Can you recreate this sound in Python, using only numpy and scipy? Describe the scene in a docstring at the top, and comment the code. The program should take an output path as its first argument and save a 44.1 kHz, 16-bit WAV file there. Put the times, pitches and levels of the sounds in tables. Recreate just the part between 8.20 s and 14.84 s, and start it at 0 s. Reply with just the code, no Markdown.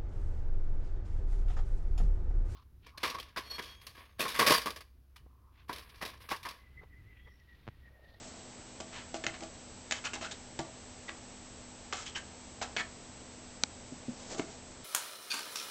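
"""On the floor of a quiet room, a cat shifts about inside a cardboard box.
Its fur brushes the doorway, its claws tap and scrape the card and make it ring,
and its paws thump softly. One sharp click sounds close to the microphone.
Under it all the room rumbles, and the camera hums, hisses and whines faintly."""
import sys
import numpy as np
from scipy import signal
from scipy.fft import rfft, irfft
from scipy.io import wavfile
from scipy.ndimage import map_coordinates

SR = 44100
rng = np.random.default_rng(int(sys.argv[2]) if len(sys.argv) > 2 else 0)


def to_wav(s):
    """Save 16-bit WAV."""
    ch = np.atleast_2d(s).T  # columns
    pcm = np.round(np.clip(ch, -1, 1) * 32767)  # PCM
    wavfile.write(sys.argv[1], SR, pcm.astype(np.int16))


N = 292868
SCENE_TIME = np.arange(N) / SR
T = np.arange(SR // 4) / SR  # seconds within one touch


def amp(db):
    """Turn decibels into a gain."""
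    return 10 ** (np.asarray(db) / 20)


def along(points, hz):
    """Read between (frequency, value) points, spaced by pitch."""
    f, v = np.transpose(points)
    return np.interp(np.log(hz + 1), np.log(f + 1), v)


def wobble(rate):
    """A smooth curve through `rate` random points a second."""
    points = rng.standard_normal(int(N * rate / SR) + 4)
    return map_coordinates(points, [SCENE_TIME * rate])


def noise(spectrum):
    """Noise with the given tone colour and an average (rms) size of 1."""
    gain = amp(along(spectrum, np.fft.rfftfreq(N, 1 / SR)))
    x = irfft(rfft(rng.standard_normal(N)) * gain, N)
    return x / np.sqrt(np.mean(x ** 2) + 1e-20)


def add(track, s, sound):
    """Mix a sound in at s seconds."""
    part = track[round(s * SR):][:len(sound)]
    part += sound[:len(part)]


def ring(tones, scatter_db=0):
    """A struck thing rings with several tones; each drops 60 dB in its fade time."""
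    return sum(amp(db + scatter_db * rng.standard_normal() - 60 * T / fade) * np.sin(2 * np.pi * hz * T)
               for hz, db, fade in tones)


# tone colours of the rumble and the hiss: f/Hz, relative level/dB
ROOM_RUMBLE = [(5, -21.5), (25, 0.5), (40, -4), (55, -5), (80, 2), (110, -4), (170, -8.5), (260, -5.5),
               (350, -9.5), (450, -7), (600, -8), (850, -10.5), (1300, -23), (2200, -45.5)]
MIC_HISS = [(500, -23), (900, 0.5), (1100, 2), (2000, 1.5), (3500, 0), (6000, 0.5), (7700, 1.5),
            (8300, -8.5), (9000, -22.5)]
# the camera's low tones: f/Hz, level/dB
HUM_TONES = [(120, -68.5), (198, -65.5), (247.3, -60.2), (325, -69)]

def background():
    """The room rumbles, the microphone hisses and the camera hums a little unsteadily."""
    hum = sum(amp(db) * np.sqrt(2) * np.sin(2 * np.pi * hz * SCENE_TIME + .5 * wobble(9.7))
              for hz, db in HUM_TONES)
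    return amp(-54) * noise(ROOM_RUMBLE) + amp(-55.5) * noise(MIC_HISS) + hum


# the camera's high tones: f/Hz, level/dB
WHINE_TONES = [(7691.5, -60), (8308, -69.5)]

def whine(frame_hz=29.3035):
    """The camera's electronics sing high tones that start afresh with every frame."""
    frame = SCENE_TIME * frame_hz % 1  # runs from 0 to 1 in each frame
    gate = np.minimum(1, 20 * np.minimum(frame, 1 - frame))
    return gate * sum(amp(db) * np.sqrt(2) * np.sin(2 * np.pi * hz * frame / frame_hz)
                      for hz, db in WHINE_TONES)


# tone colour of fur on card: f/Hz, relative level/dB
FUR_COLOUR = [(60, -3), (150, 2.5), (300, 3.5), (650, 5.5), (1100, -4), (3000, -6), (5500, -2.5),
              (7500, -1), (9000, -25.5)]
# swishes at their firmest touch: t/s, level/dB, swell time/s
FUR_SWISHES = [(.05, -53, .2), (6.02, -52.5, .1), (6.12, -40.5, 0.025), (6.196, -41.5, 0.013),
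               (6.31, -53.5, .07)]

def fur(swell_db=10.5):
    """The coat brushes the card in uneven swishes that rise, then fall, by swell_db per swell time."""
    touch = sum(amp(db - swell_db * np.abs(SCENE_TIME - s) / swell) for s, db, swell in FUR_SWISHES)
    return touch * amp(1.2 * wobble(90)) * noise(FUR_COLOUR)


def rasp(force, response, grain_db):
    """Fibres catch and slip unevenly under a claw; each slip sets off the sound `response`."""
    grains = np.interp(T, np.linspace(0, T[-1], num=250), rng.standard_normal(250))
    slips = force * amp(grain_db * grains) * rng.standard_normal(len(T))
    sound = signal.fftconvolve(slips, response)[:len(T)]
    return sound * np.linalg.norm(force) / np.linalg.norm(sound)


# tone colour of the card: f/Hz, relative level/dB
CARD_COLOUR = [(150, -31), (500, -8), (1000, -2), (1500, -2.5), (2600, 3), (3500, 1), (4500, 0),
               (7300, 1.5), (9000, -19)]

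def fibre_snap(bright_db):
    """One fibre of the card snaps; a sharper claw makes it brighter."""
    hz = np.fft.rfftfreq(len(T), 1 / SR)
    gain = amp(along(CARD_COLOUR, hz) + bright_db * np.log2(hz / 3000 + 0.34))
    # turn that colour into a pulse that starts at once and dies away
    cepstrum = irfft(np.log(gain), len(T))
    return irfft(np.exp(rfft(2 * cepstrum[:len(T) // 2], len(T))), len(T))


# the stiff walls' tones: f/Hz, relative level/dB, fade/s
WALL_TONES = [(1327, -5, 0.048), (1550, -4.5, 0.03), (1700, 1, 0.056), (1840, -11.5, .08), (2100, 3, 0.033),
              (2250, 2.5, 0.02), (2533, 3, 0.025), (2980, 7, 0.02), (3230, -13, 0.022)]

def walls(force, grain_db):
    """Slipping fibres make the walls of the box sing."""
    return rasp(force, ring(WALL_TONES), grain_db)


def spot_ring(hz, fade, overtone=1.88):
    """The touched spot rings at its own pitch and at one weaker, higher tone."""
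    return ring([(hz, 0, fade), (hz * overtone, -8.5, fade / overtone)])


# the hollow box's tones: f/Hz, relative level/dB, fade/s
BOX_TONES = [(260, -3.5, 0.061), (330.4, -3, 0.13), (356, -7.5, 0.079), (584, -7, 0.11),
             (647.6, -4.5, 0.18), (694, -8, .16), (799, -8, 0.093), (1158, -11.5, 0.11),
             (1430, -18.5, 0.13)]
# taps: t/s, fade/s, crack level/dB, brightness/(dB per octave), spot f/Hz, hollow level/dB
CLAW_TAPS = [(.602, 0.044, -39, 0.5, 860, -40.5), (.942, .1, -39.5, -1, 704, -35),
             (1.039, .025, -32, -5, 1790, -38), (1.066, .025, -26, -1, 2040, -37),
             (1.207, .03, -45, 3, 2210, -43), (1.222, 0.084, -44.5, 2, 703, -37.5),
             (1.710, 0.026, -28, 1.5, 1940, -46), (1.722, 0.029, -25, 0, 3010, -52),
             (1.934, 0.087, -36, 2, 2760, -40.5), (1.956, 0.079, -42.5, -12, 820, -52),
             (2.011, 0.033, -39.5, -4, 1310, -42), (2.391, 0.066, -36, 2.5, 900, -30),
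             (2.890, 0.047, -37.5, -11, 1900, -47), (3.726, 0.073, -34.5, -2.5, 1193, -54),
             (3.731, 0.041, -36.5, -4.5, 766, -56), (4.415, 0.1, -35.5, -5.5, 768, -53),
             (4.424, 0.052, -35, 2, 1420, -55), (4.565, .042, -28.5, -7, 1800, -57),
             (6.146, 0.025, -43, -2, 620, -38), (6.181, 0.039, -42, 10, 474, -34.5),
             (6.195, 0.017, -30, -13.5, 396, -49)]

def taps():
    """Each tap cracks on the surface, rings the struck spot and sounds the hollow of the box."""
    out = np.zeros(N)
    for s, fade, crack_db, bright_db, spot_hz, hollow_db in CLAW_TAPS:
        force = amp(-60 * T / fade)
        crack = rasp(force, fibre_snap(bright_db), grain_db=8.5)
        crack += amp(-6.5) * walls(force, grain_db=0)
        blow = 0.62 * spot_ring(spot_hz, fade)
        chatter = 0.78 * rasp(force, spot_ring(spot_hz, 13 / spot_hz), grain_db=2)
        spot_db = crack_db + 1 - 3 * np.log2(spot_hz / 1000)  # stiffer, higher spots ring less
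        hollow = ring(BOX_TONES, scatter_db=1.2) * (1 - np.exp(-T / 0.0031))
        add(out, s, amp(crack_db) * crack + amp(spot_db) * (blow + chatter) + amp(hollow_db) * hollow)
    return out


# scrapes: t/s, length/s, rasp level/dB, brightness/(dB per octave), spot f/Hz, spot level/dB
CLAW_SCRAPES = [(.72, 0.11, -47.5, -7, 2240, -59), (1.131, 0.04, -48, -9.5, 2100, -58),
                (1.746, 0.05, -46, -5, 3020, -57), (1.84, 0.044, -39.5, -4.5, 1360, -43),
                (1.847, 0.032, -42, 0, 2600, -40), (2.016, .03, -43, -4, 690, -45.5),
                (2.034, 0.044, -44, -3, 1430, -43), (2.11, .022, -42.5, 5, 3760, -45),
                (2.879, 0.024, -54, -5, 1980, -44.5), (3.749, 0.1, -46, 4, 1300, -51.5),
                (3.852, .05, -46, 0.5, 3260, -48.5), (3.948, 0.029, -51, 0, 2980, -39.5),
                (3.955, .035, -42.5, -1, 1650, -42.5), (4.565, .055, -47, -2, 2300, -37),
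                (4.594, .025, -42, -2, 1780, -35)]

def scrapes(press_share=.3):
    """A dragged claw presses harder for the first part of its stroke, then lets go."""
    out = np.zeros(N)
    low_cut = signal.butter(2, 800, "highpass", fs=SR)  # a light claw cannot move the whole wall
    for s, length, rasp_db, bright_db, spot_hz, spot_db in CLAW_SCRAPES:
        force = np.interp(T, [0, length * press_share, length], [0, 1, 0]) ** 0.42
        scratch = rasp(force, signal.lfilter(*low_cut, fibre_snap(bright_db)), grain_db=3.5)
        scratch += .5 * walls(force, grain_db=1.5)
        spot = rasp(force, spot_ring(spot_hz, 22 / spot_hz), grain_db=2)
        add(out, s, amp(rasp_db) * scratch + amp(spot_db) * spot)
    return out


# soft weight landing on the box floor: t/s, level/dB, f/Hz
PAW_THUMPS = [(1.069, -40.5, 148), (2.391, -30.5, 150), (5.722, -26, 270), (5.883, -21, 242),
              (6.195, -17.5, 302)]

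def thumps(fade_cycles=11.7):
    """Padded paws give a round, low thump with no crack; lower ones last longer."""
    out = np.zeros(N)
    for s, db, hz in PAW_THUMPS:
        fade = fade_cycles / hz
        tones = [(hz, 0, fade), (hz * 0.63, -7, fade), (hz * 1.254, -12, fade), (hz * 2.2, -14, fade)]
        add(out, s, amp(db) * ring(tones) * (1 - np.exp(-T / 0.0041)))
    return out


# a small hard part's tones: f/Hz, relative level/dB, fade/s
CLICK_TONES = [(256, -29, 0.04), (590, -18, 0.01), (850, -24, 0.021), (1400, -12.5, 0.0075),
               (2370, -13.5, 0.0093), (3350, -13, 0.0065), (4050, -0.5, 0.0045), (4440, -7, 0.0049),
               (5900, 2.5, 0.003), (7440, -10.5, 0.0056)]

def click():
    """A small hard part snaps once, right beside the microphone."""
    out = np.zeros(N)
    add(out, 5.436, amp(-3) * ring(CLICK_TONES) * (1 - np.exp(-T / 0.00056)))
    return out


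# how long the room rings: f/Hz, fade/s
ROOM_FADES = [(150, 0.21), (700, 0.42), (2500, 0.22), (8000, 0.21)]

def room_echo(x, delay_s=.004):
    """The room throws sound back, each pitch dying away at its own speed."""
    hz, t, bands = signal.stft(rng.standard_normal(SR // 2), SR, nperseg=256)
    fading = amp(-60 * t / along(ROOM_FADES, hz)[:, None])
    tail = signal.istft(bands * fading, SR, nperseg=256)[1]
    delayed = np.pad(x, (round(delay_s * SR), 0))
    return signal.fftconvolve(delayed, tail / np.linalg.norm(tail))[:N]


def scene():
    """Mix the cat, its echo and the other sounds into one channel."""
    cat = taps() + scrapes() + thumps() + fur()
    return (cat + amp(-8) * room_echo(cat) + click() + background() + whine())[None]


def record(dry):
    """The camera cuts off the highest treble steeply."""
    top_hz = 8650
    hz = np.fft.rfftfreq(N, 1 / SR)
    return irfft(rfft(dry) / np.sqrt(1 + (hz / top_hz) ** 110), N)


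dry = scene()
out = record(dry)
to_wav(out)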